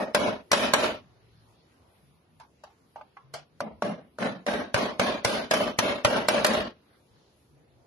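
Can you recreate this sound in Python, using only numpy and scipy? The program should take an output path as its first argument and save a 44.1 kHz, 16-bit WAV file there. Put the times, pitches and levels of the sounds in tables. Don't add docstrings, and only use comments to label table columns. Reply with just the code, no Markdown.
import sys
import numpy as np
from scipy import signal
from scipy.fft import rfft, irfft, next_fast_len
from scipy.io import wavfile
from scipy.ndimage import uniform_filter1d

SR = 44100
rng = np.random.default_rng(int(sys.argv[2]) if len(sys.argv) > 2 else 0)


def to_wav(s):
    ch = np.atleast_2d(s).T
    pcm = np.round(np.clip(ch, -1, 1) * 32767)
    wavfile.write(sys.argv[1], SR, pcm.astype(np.int16))


def volts(x):
    e = np.asarray(x, float) / 20
    return 10 ** e


N = 346626

# (frequency [Hz], level [dB], t60 [s])
DOOR_MODES = [(189, -17, 0.064), (237, -27, 0.028), (486, -7, 0.021), (598, -1.8, 0.06), (770, -6.5, 0.021),
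              (1017, -3.5, 0.017), (1610, -14.5, 0.11), (2150, -9.5, 0.0029)]
# (frequency [Hz], density [dB per Hz])
BLOW_ECHO_COLOUR = [(24, -56), (40, -24.5), (154, -19.5), (222, -3.5), (329, -11.5), (442, -8.5), (510, -8),
                    (605, 1), (730, -9.5), (2990, -19), (7970, -32), (10200, -28), (11500, -30.5),
                    (14000, -109)]


def level(x, db):
    return x * volts(db) / np.sqrt(np.mean(x ** 2))


def on_log_axis(table, hz):
    f, v = np.transpose(table)
    return np.interp(np.log(np.maximum(hz, 1)), np.log(f), v)


def walk(rate, size):
    k = int(SR / rate)
    steps = np.repeat(rng.standard_normal(size // k + 1), k)
    return 1.6 * uniform_filter1d(steps, k)[:size]


def stereo_noise(colour, likeness, tilt_db, size):
    hz = np.fft.rfftfreq(size, 1 / SR)
    mid, side = rfft(rng.standard_normal((2, size)))
    alike = np.clip(on_log_axis(likeness, hz), -1, 1)
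    octaves = np.log2(np.clip(hz / 700, 1, 4.5))
    gain = volts(on_log_axis(colour, hz) + tilt_db * octaves)
    pair = np.sqrt(1 + alike) * mid + np.sqrt(1 - alike) * side * np.array([[1], [-1]])
    return hz, pair * gain / np.sqrt(2 * np.mean(gain ** 2))


def bands(hz, spectrum, centres):
    for one in np.eye(len(centres)):
        share = on_log_axis(np.transpose([centres, one]), hz)
        yield irfft(spectrum * share, 2 * len(hz) - 2)


def add(out, s, sound):
    i = int(s * SR)
    part = sound[:, max(-i, 0):N - i]
    out[:, max(i, 0):max(i, 0) + part.shape[1]] += part


def workshop():
    # (frequency [Hz], density [dB per Hz])
    air_colour = [(20, -40.5), (32, -16.5), (70, -2.5), (230, -7.5), (373, -8), (1070, -17.5),
                  (1350, -19.5), (4400, -24.5), (7000, -33.5), (8200, -41), (10400, -29), (12800, -40.5),
                  (14000, -56)]
    # (frequency [Hz], left-right likeness)
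    air_likeness = [(60, 1), (130, 0.93), (280, 0.85), (610, 0.32), (1330, -0.05), (2900, 0.085),
                    (6290, -0.011), (13700, 1)]
    # (time [s], level [dB])
    air_swell = [
        (1.05, 1.5),
        (1.95, 0.8),
        (2.15, -2),
        (6.85, 0.1),
        (7.25, 1.5),
        (7.55, -0.5),
        (7.86, -0.5),
    ]
    # (start [s], length [s], frequency [Hz], level [dB])
    hum_spells = [(0.947, 0.61, 117.8, -64.5), (1.76, 0.17, 154, -73), (2.022, 0.18, 149.7, -65),
                  (2.29, .15, 153, -66.5), (3.235, 0.21, 139, -59), (3.507, .1, 140, -66),
                  (3.645, .16, 77.9, -58.5), (6.901, 0.064, 133, -78), (7.1, .11, 143.4, -65),
                  (7.512, .12, 140.7, -60.5), (7.68, 0.15, 140.6, -63.5)]
    idle_db, fade_s = -80.5, 0.025

    t = np.arange(N) / SR
    hz, spectrum = stereo_noise(air_colour, air_likeness, 0, size=next_fast_len(N // 2 + 1) * 2)
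    centres = 41 * 2 ** np.arange(0, 8.1, .8 / 1.2)
    air = sum(band[:, :N] * volts(2.0 * walk(9, size=N)) for band in bands(hz, spectrum, centres))
    air = level(air, -64) * volts(np.interp(t, *np.transpose(air_swell)))

    start, length, hum_hz, hum_db = np.transpose(hum_spells)[:, :, None]
    inside_s = np.minimum(t - start, start + length - t)
    spell = np.clip(inside_s / fade_s + .5, 0, 1)
    pitch = np.interp(t, np.c_[start, start + length].ravel(), np.c_[hum_hz, hum_hz].ravel())
    turn = np.cumsum(pitch * (1 + 0.071 * walk(25, size=N))) * 2 * np.pi / SR
    spell_db = (spell * (hum_db - idle_db)).max(axis=0)
    hum = np.sqrt(2) * volts(idle_db + spell_db + 1.2 * walk(36, size=N))
    return air + hum * np.array([np.sin(turn), volts(-2.0) * np.sin(turn + 0.87)])


def echo(colour, echo_db, hold_s, tilt_db, build_s, tail_share=1):
    # (frequency [Hz], t60 [s])
    room_t60 = [(60, 0.36), (200, 0.33), (600, 0.29), (1500, 0.29), (4000, 0.29), (8000, 0.22),
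                (12000, 0.24)]
    # (frequency [Hz], left-right likeness)
    room_likeness = [(60, 0.99), (130, 0.92), (280, 0.82), (610, 0.56), (1330, 0.071), (2900, -0.11),
                     (6290, 0.3), (13700, -0.55)]

    t = np.arange(32768) / SR
    hz, spectrum = stereo_noise(colour, room_likeness, tilt_db, size=len(t))
    clumps_db = np.interp(hz, np.arange(200) * 90, 3.4 * rng.standard_normal(200))
    spectrum = spectrum * volts(clumps_db * (hz > 850))
    gate_db = -9 * np.clip((t - .26) / 0.028, 0, 1)
    centres, t60 = np.transpose(room_t60)
    tail = 0
    for band, hz_mid, s in zip(bands(hz, spectrum, centres), centres, t60):
        gate_share = 0.36 if hz_mid < 300 else 1
        tail = tail + band * volts(-60 * t / (s * tail_share) + gate_db * gate_share)
    knee_s = 0.02
    recovery_db = -210 * knee_s * np.logaddexp(-t / knee_s, -hold_s / knee_s)
    build = 1 - np.exp(-t / build_s)
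    return tail * build * volts(echo_db + recovery_db + 1.0 * walk(90, size=len(t)))


def thud(peak_db, hz):
    t = np.arange(8192) / SR
    swing = np.sin(2 * np.pi * hz * t + np.array([[0.75], [-0.75]]))
    return volts(peak_db + 9.5) * swing * (1 - np.exp(-t / 0.00044)) * volts(-60 * t / 0.075)


def shudder(out):
    # (time [s], peak level [dB])
    thuds = [
        (0.146, -43),
        (0.513, -41),
        (3.339, -58),
        (3.606, -54),
        (3.821, -61),
        (4.744, -30.5),
        (4.994, -37),
        (5.249, -33),
        (5.786, -35.5),
        (6.048, -28),
    ]
    for s, peak_db in thuds:
        add(out, s, thud(peak_db, 116))


def crack(t, lo_hz, hi_hz, t60):
    band = signal.butter(2, [lo_hz, hi_hz], "band", fs=SR, output="sos")
    return signal.sosfilt(band, rng.standard_normal((2, len(t)))) * volts(-60 * t / t60)


def ring(modes, t, scatter_db):
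    hz, db, t60 = np.transpose(modes)[:, :, None]
    chance = rng.standard_normal((4, len(modes), 1))
    fade = volts(db + scatter_db * chance[0] - 60 * t / t60)
    turn = 2 * np.pi * (hz * (1 + 0.025 * chance[1]) * t + chance[2])
    lead = np.clip(hz / 2500, 0, 2) * chance[3]
    return np.array([(fade * np.sin(turn + side * lead)).sum(axis=0) for side in (.5, -.5)])


def contact(wood, peak_db, steel_db, rise_s, clamp_db=0):
    # (frequency [Hz], level [dB], t60 [s])
    steel_modes = [(3330, -9, .02), (4012, 1.5, 0.045), (4416, 9, 0.024), (4790, -5, 0.12),
                   (5160, 4, 0.023), (5575, -2, 0.097), (6050, 1, 0.056), (7000, -16, 0.028),
                   (7220, -0.5, 0.021), (9100, -14.5, .025), (10200, -5.5, 0.059), (11400, -18, 0.09),
                   (10700, -4, 0.024), (12000, -15, 0.062)]

    t = np.arange(4096) / SR
    rise = 1 - np.exp(-(t / rise_s) ** 2)
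    crack_db = 5.5 + 0.67 * (max(steel_db, -27) + 19.0)
    body = ring(wood, t, scatter_db=2.5) + volts(crack_db) * crack(t, lo_hz=440, hi_hz=2470, t60=0.078)
    hiss = crack(t, lo_hz=2480, hi_hz=11400, t60=0.034)
    steel = ring(steel_modes, t, scatter_db=3.0) + volts(13) * hiss
    tick = crack(t, lo_hz=10900, hi_hz=14100, t60=0.017)[0] * np.array([[1], [-.7]])
    steel = steel + volts(-17.5) * np.abs(steel).max() * tick / np.abs(tick).max()
    rise = rise * volts(clamp_db * (1 - np.exp(-(t / 0.0037) ** 2)))
    hit = rise * (body / np.abs(body).max() + volts(steel_db + 12.5) * steel / np.abs(steel).max())
    return volts(peak_db) * hit / np.abs(hit).max()


def rebounds(out):
    # (time [s], peak level [dB], steel minus wood [dB])
    falls = [(0.162, -18.5, -28), (0.171, -21.5, -28), (0.531, -1, -12), (3.86, -33, -30.5),
             (4.225, -16.5, -33), (4.484, -12.5, -36), (4.762, -14, -31), (5.014, -11.5, -38.5),
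             (5.024, -25.5, -37), (5.538, -6, -15.5), (5.608, -13, -29), (5.677, -21, -24.5),
             (6.142, -16.5, -34), (6.203, -25.5, -8.5), (6.379, -10, -32.5), (6.466, -11.5, 1),
             (6.535, -16, -12)]
    for s, peak_db, steel_db in falls:
        add(out, s - .003, contact(DOOR_MODES, peak_db - 3.5, steel_db - 4.5, rise_s=0.0035))


def taps(out):
    # (time [s], peak level [dB], steel minus wood [dB], echo level [dB], wood pitch [Hz])
    light_taps = [
        (2.399, -41, -18, -51.5, 911),
        (2.637, -35.5, -17.5, -51.5, 806),
        (2.702, -52, -24, -78, 1530),
        (2.959, -34, -36, -44, 830),
        (3.011, -36.5, -44, -59, 837),
        (3.169, -35, -37, -54, 1077),
        (3.339, -26, -9.5, -38, 675),
    ]
    # (frequency [Hz], level [dB], t60 [s])
    frame_modes = [(582, 0, 0.059), (784, 2.1, 0.055), (924, -7, 0.04), (1112, -3, 0.05), (1477, -3, 0.046),
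                   (1820, -14, 0.054)]
    # (frequency [Hz], density [dB per Hz])
    tap_echo = [(250, -27), (520, -12), (790, 4.5), (1050, -7), (1500, -15), (2500, -22.5), (5500, -25.5),
                (8500, -36.5), (10500, -36.5), (13000, -51)]

    for s, peak_db, steel_db, echo_db, hz in light_taps:
        stretch = hz / 790
        tilt_db = 0.33 * (steel_db + 25)
        wood = np.array(frame_modes) * [stretch, 1, 1]
        add(out, s - .002, contact(wood, peak_db, steel_db, rise_s=0.0028))
        colour = [(f * stretch if f < 2000 else f, db) for f, db in tap_echo]
        add(out, s, echo(colour, echo_db + 3, .02, tilt_db, build_s=0.00067, tail_share=0.66))


def duck(s, hold_s, echo_db):
    t = np.arange(N) / SR - s
    down = np.clip(1 + t / 0.006, 0, 1) * np.clip((echo_db + 40.5) / 15, 0, 1)
    held = np.clip(1 - (t - hold_s) / .09, 0, 1)
    return volts(-20 * down * held)


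def blows(out):
    # (time [s], peak level [dB], steel minus wood [dB], gain hold [s], echo brightness [dB per octave])
    hard_blows = [(0.148, -5, -17, 0.15, -0.73), (0.517, -5, -10.5, 0.16, 2.4),
                  (0.737, -1, -17.5, 0.15, 1.55), (3.606, -16, -28, 0.033, -3),
                  (3.823, -12, -30.5, 0.071, 1.3), (4.187, -24, -29.5, 0.1, 3.5),
                  (4.466, -16, -22.5, 0.12, -1.2), (4.744, -5.5, -19, 0.12, 0),
                  (4.997, -4.5, -21.5, 0.13, 0.35), (5.249, -5, -14.5, 0.14, 1.7),
                  (5.512, -5.5, -17.5, 0.15, 0.9), (5.789, -3, -11.5, 0.14, 1.04),
                  (6.049, -2, -14.5, 0.15, 0.1), (6.286, -2, -13.5, 0.14, 0),
                  (6.447, -1.5, -12.5, 0.16, 0.8)]
    # (frequency [Hz], level [dB], t60 [s])
    soft_door = [(211.5, -29, 0.21), (244.6, -13, 0.023), (470, 4, 0.019), (594, 0, 0.15),
                 (650, 1.5, 0.036), (967, 5.5, 0.02), (1155, -9, 0.12), (1410, 14, 0.0086)]
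    # (frequency [Hz], density [dB per Hz])
    soft_echo = [(24, -59), (40, -42), (210, 1), (346, -12), (608, -1.5), (1020, -16), (1660, -17.5),
                 (4530, -35), (8790, -42.5), (10700, -34.5), (12400, -86), (14000, -97)]

    for s, peak_db, steel_db, hold_s, tilt_db in hard_blows:
        echo_db = -25.5 - 13.5 * np.exp(-hold_s / 0.059)
        out = out * duck(s, hold_s, echo_db)
        soft = 3.5 < s < 4.3
        wood = soft_door if soft else DOOR_MODES
        colour = soft_echo if soft else BLOW_ECHO_COLOUR
        add(out, s - .002, contact(wood, peak_db, steel_db, rise_s=0.002, clamp_db=-5.5))
        add(out, s, echo(colour, echo_db, hold_s, tilt_db, build_s=.018 if soft else .009))
    return out


def scene():
    out = workshop()
    add(out, 0, echo(BLOW_ECHO_COLOUR, echo_db=-24.5, hold_s=0.013, tilt_db=-3.8, build_s=0.0007))
    taps(out)
    out = blows(out)
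    rebounds(out)
    shudder(out)
    return out


def starve(x):
    # (frequency [Hz], level [dB])
    drop_below = [(1500, -46), (2500, -47), (4000, -49), (6000, -48), (8300, -41), (10500, -49), (12000, -50),
                  (14000, -42)]

    hz, _, z = signal.stft(x, SR, nperseg=1024, noverlap=768)
    power = np.mean(np.abs(z) ** 2, axis=0) + 1e-18
    band = (np.sqrt(hz) / 1.7).astype(int)
    band_db = np.array([10 * np.log10(power[band == b].mean(axis=0)) for b in range(band[-1] + 1)])
    held = np.repeat(rng.standard_normal(band_db.shape), 4, axis=1)
    budget_db = 12.0 * uniform_filter1d(held, size=9, axis=1)[:, :z.shape[-1]]
    heard_db = np.minimum(band_db[band], 10 * np.log10(power) + 2) + budget_db[band]
    whole_db = 5 * np.log10(power.sum(axis=0) * power[hz > 1000].sum(axis=0)) + 3.5
    margin_db = heard_db - whole_db - on_log_axis(drop_below, hz)[:, None]
    margin_db -= np.outer(hz > 11500, np.clip(.4 * (whole_db + 55), -6, 9))
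    margin_db -= 25 * (budget_db[band] < -8)
    margin_db += 14 * (np.diff(whole_db, prepend=0) > 5)
    passed = 1 / (1 + np.exp(np.clip(-margin_db / .5, -30, 30)))
    keep = np.where(hz[:, None] > 1500, passed, 1)
    return signal.istft(z * keep, SR, nperseg=1024, noverlap=768)[1][:, :N]


def top_cut(x):
    return signal.sosfilt(signal.butter(12, 14270, fs=SR, output="sos"), x)


def record(dry):
    x = np.tanh(2.244 * dry) / 2.029
    x = signal.sosfilt(signal.butter(6, 13436, fs=SR, output="sos"), x)
    x = signal.sosfilt(signal.butter(2, 45, "high", fs=SR, output="sos"), x)
    x = starve(x)
    return top_cut(x)


dry = scene()
out = record(dry)
to_wav(out)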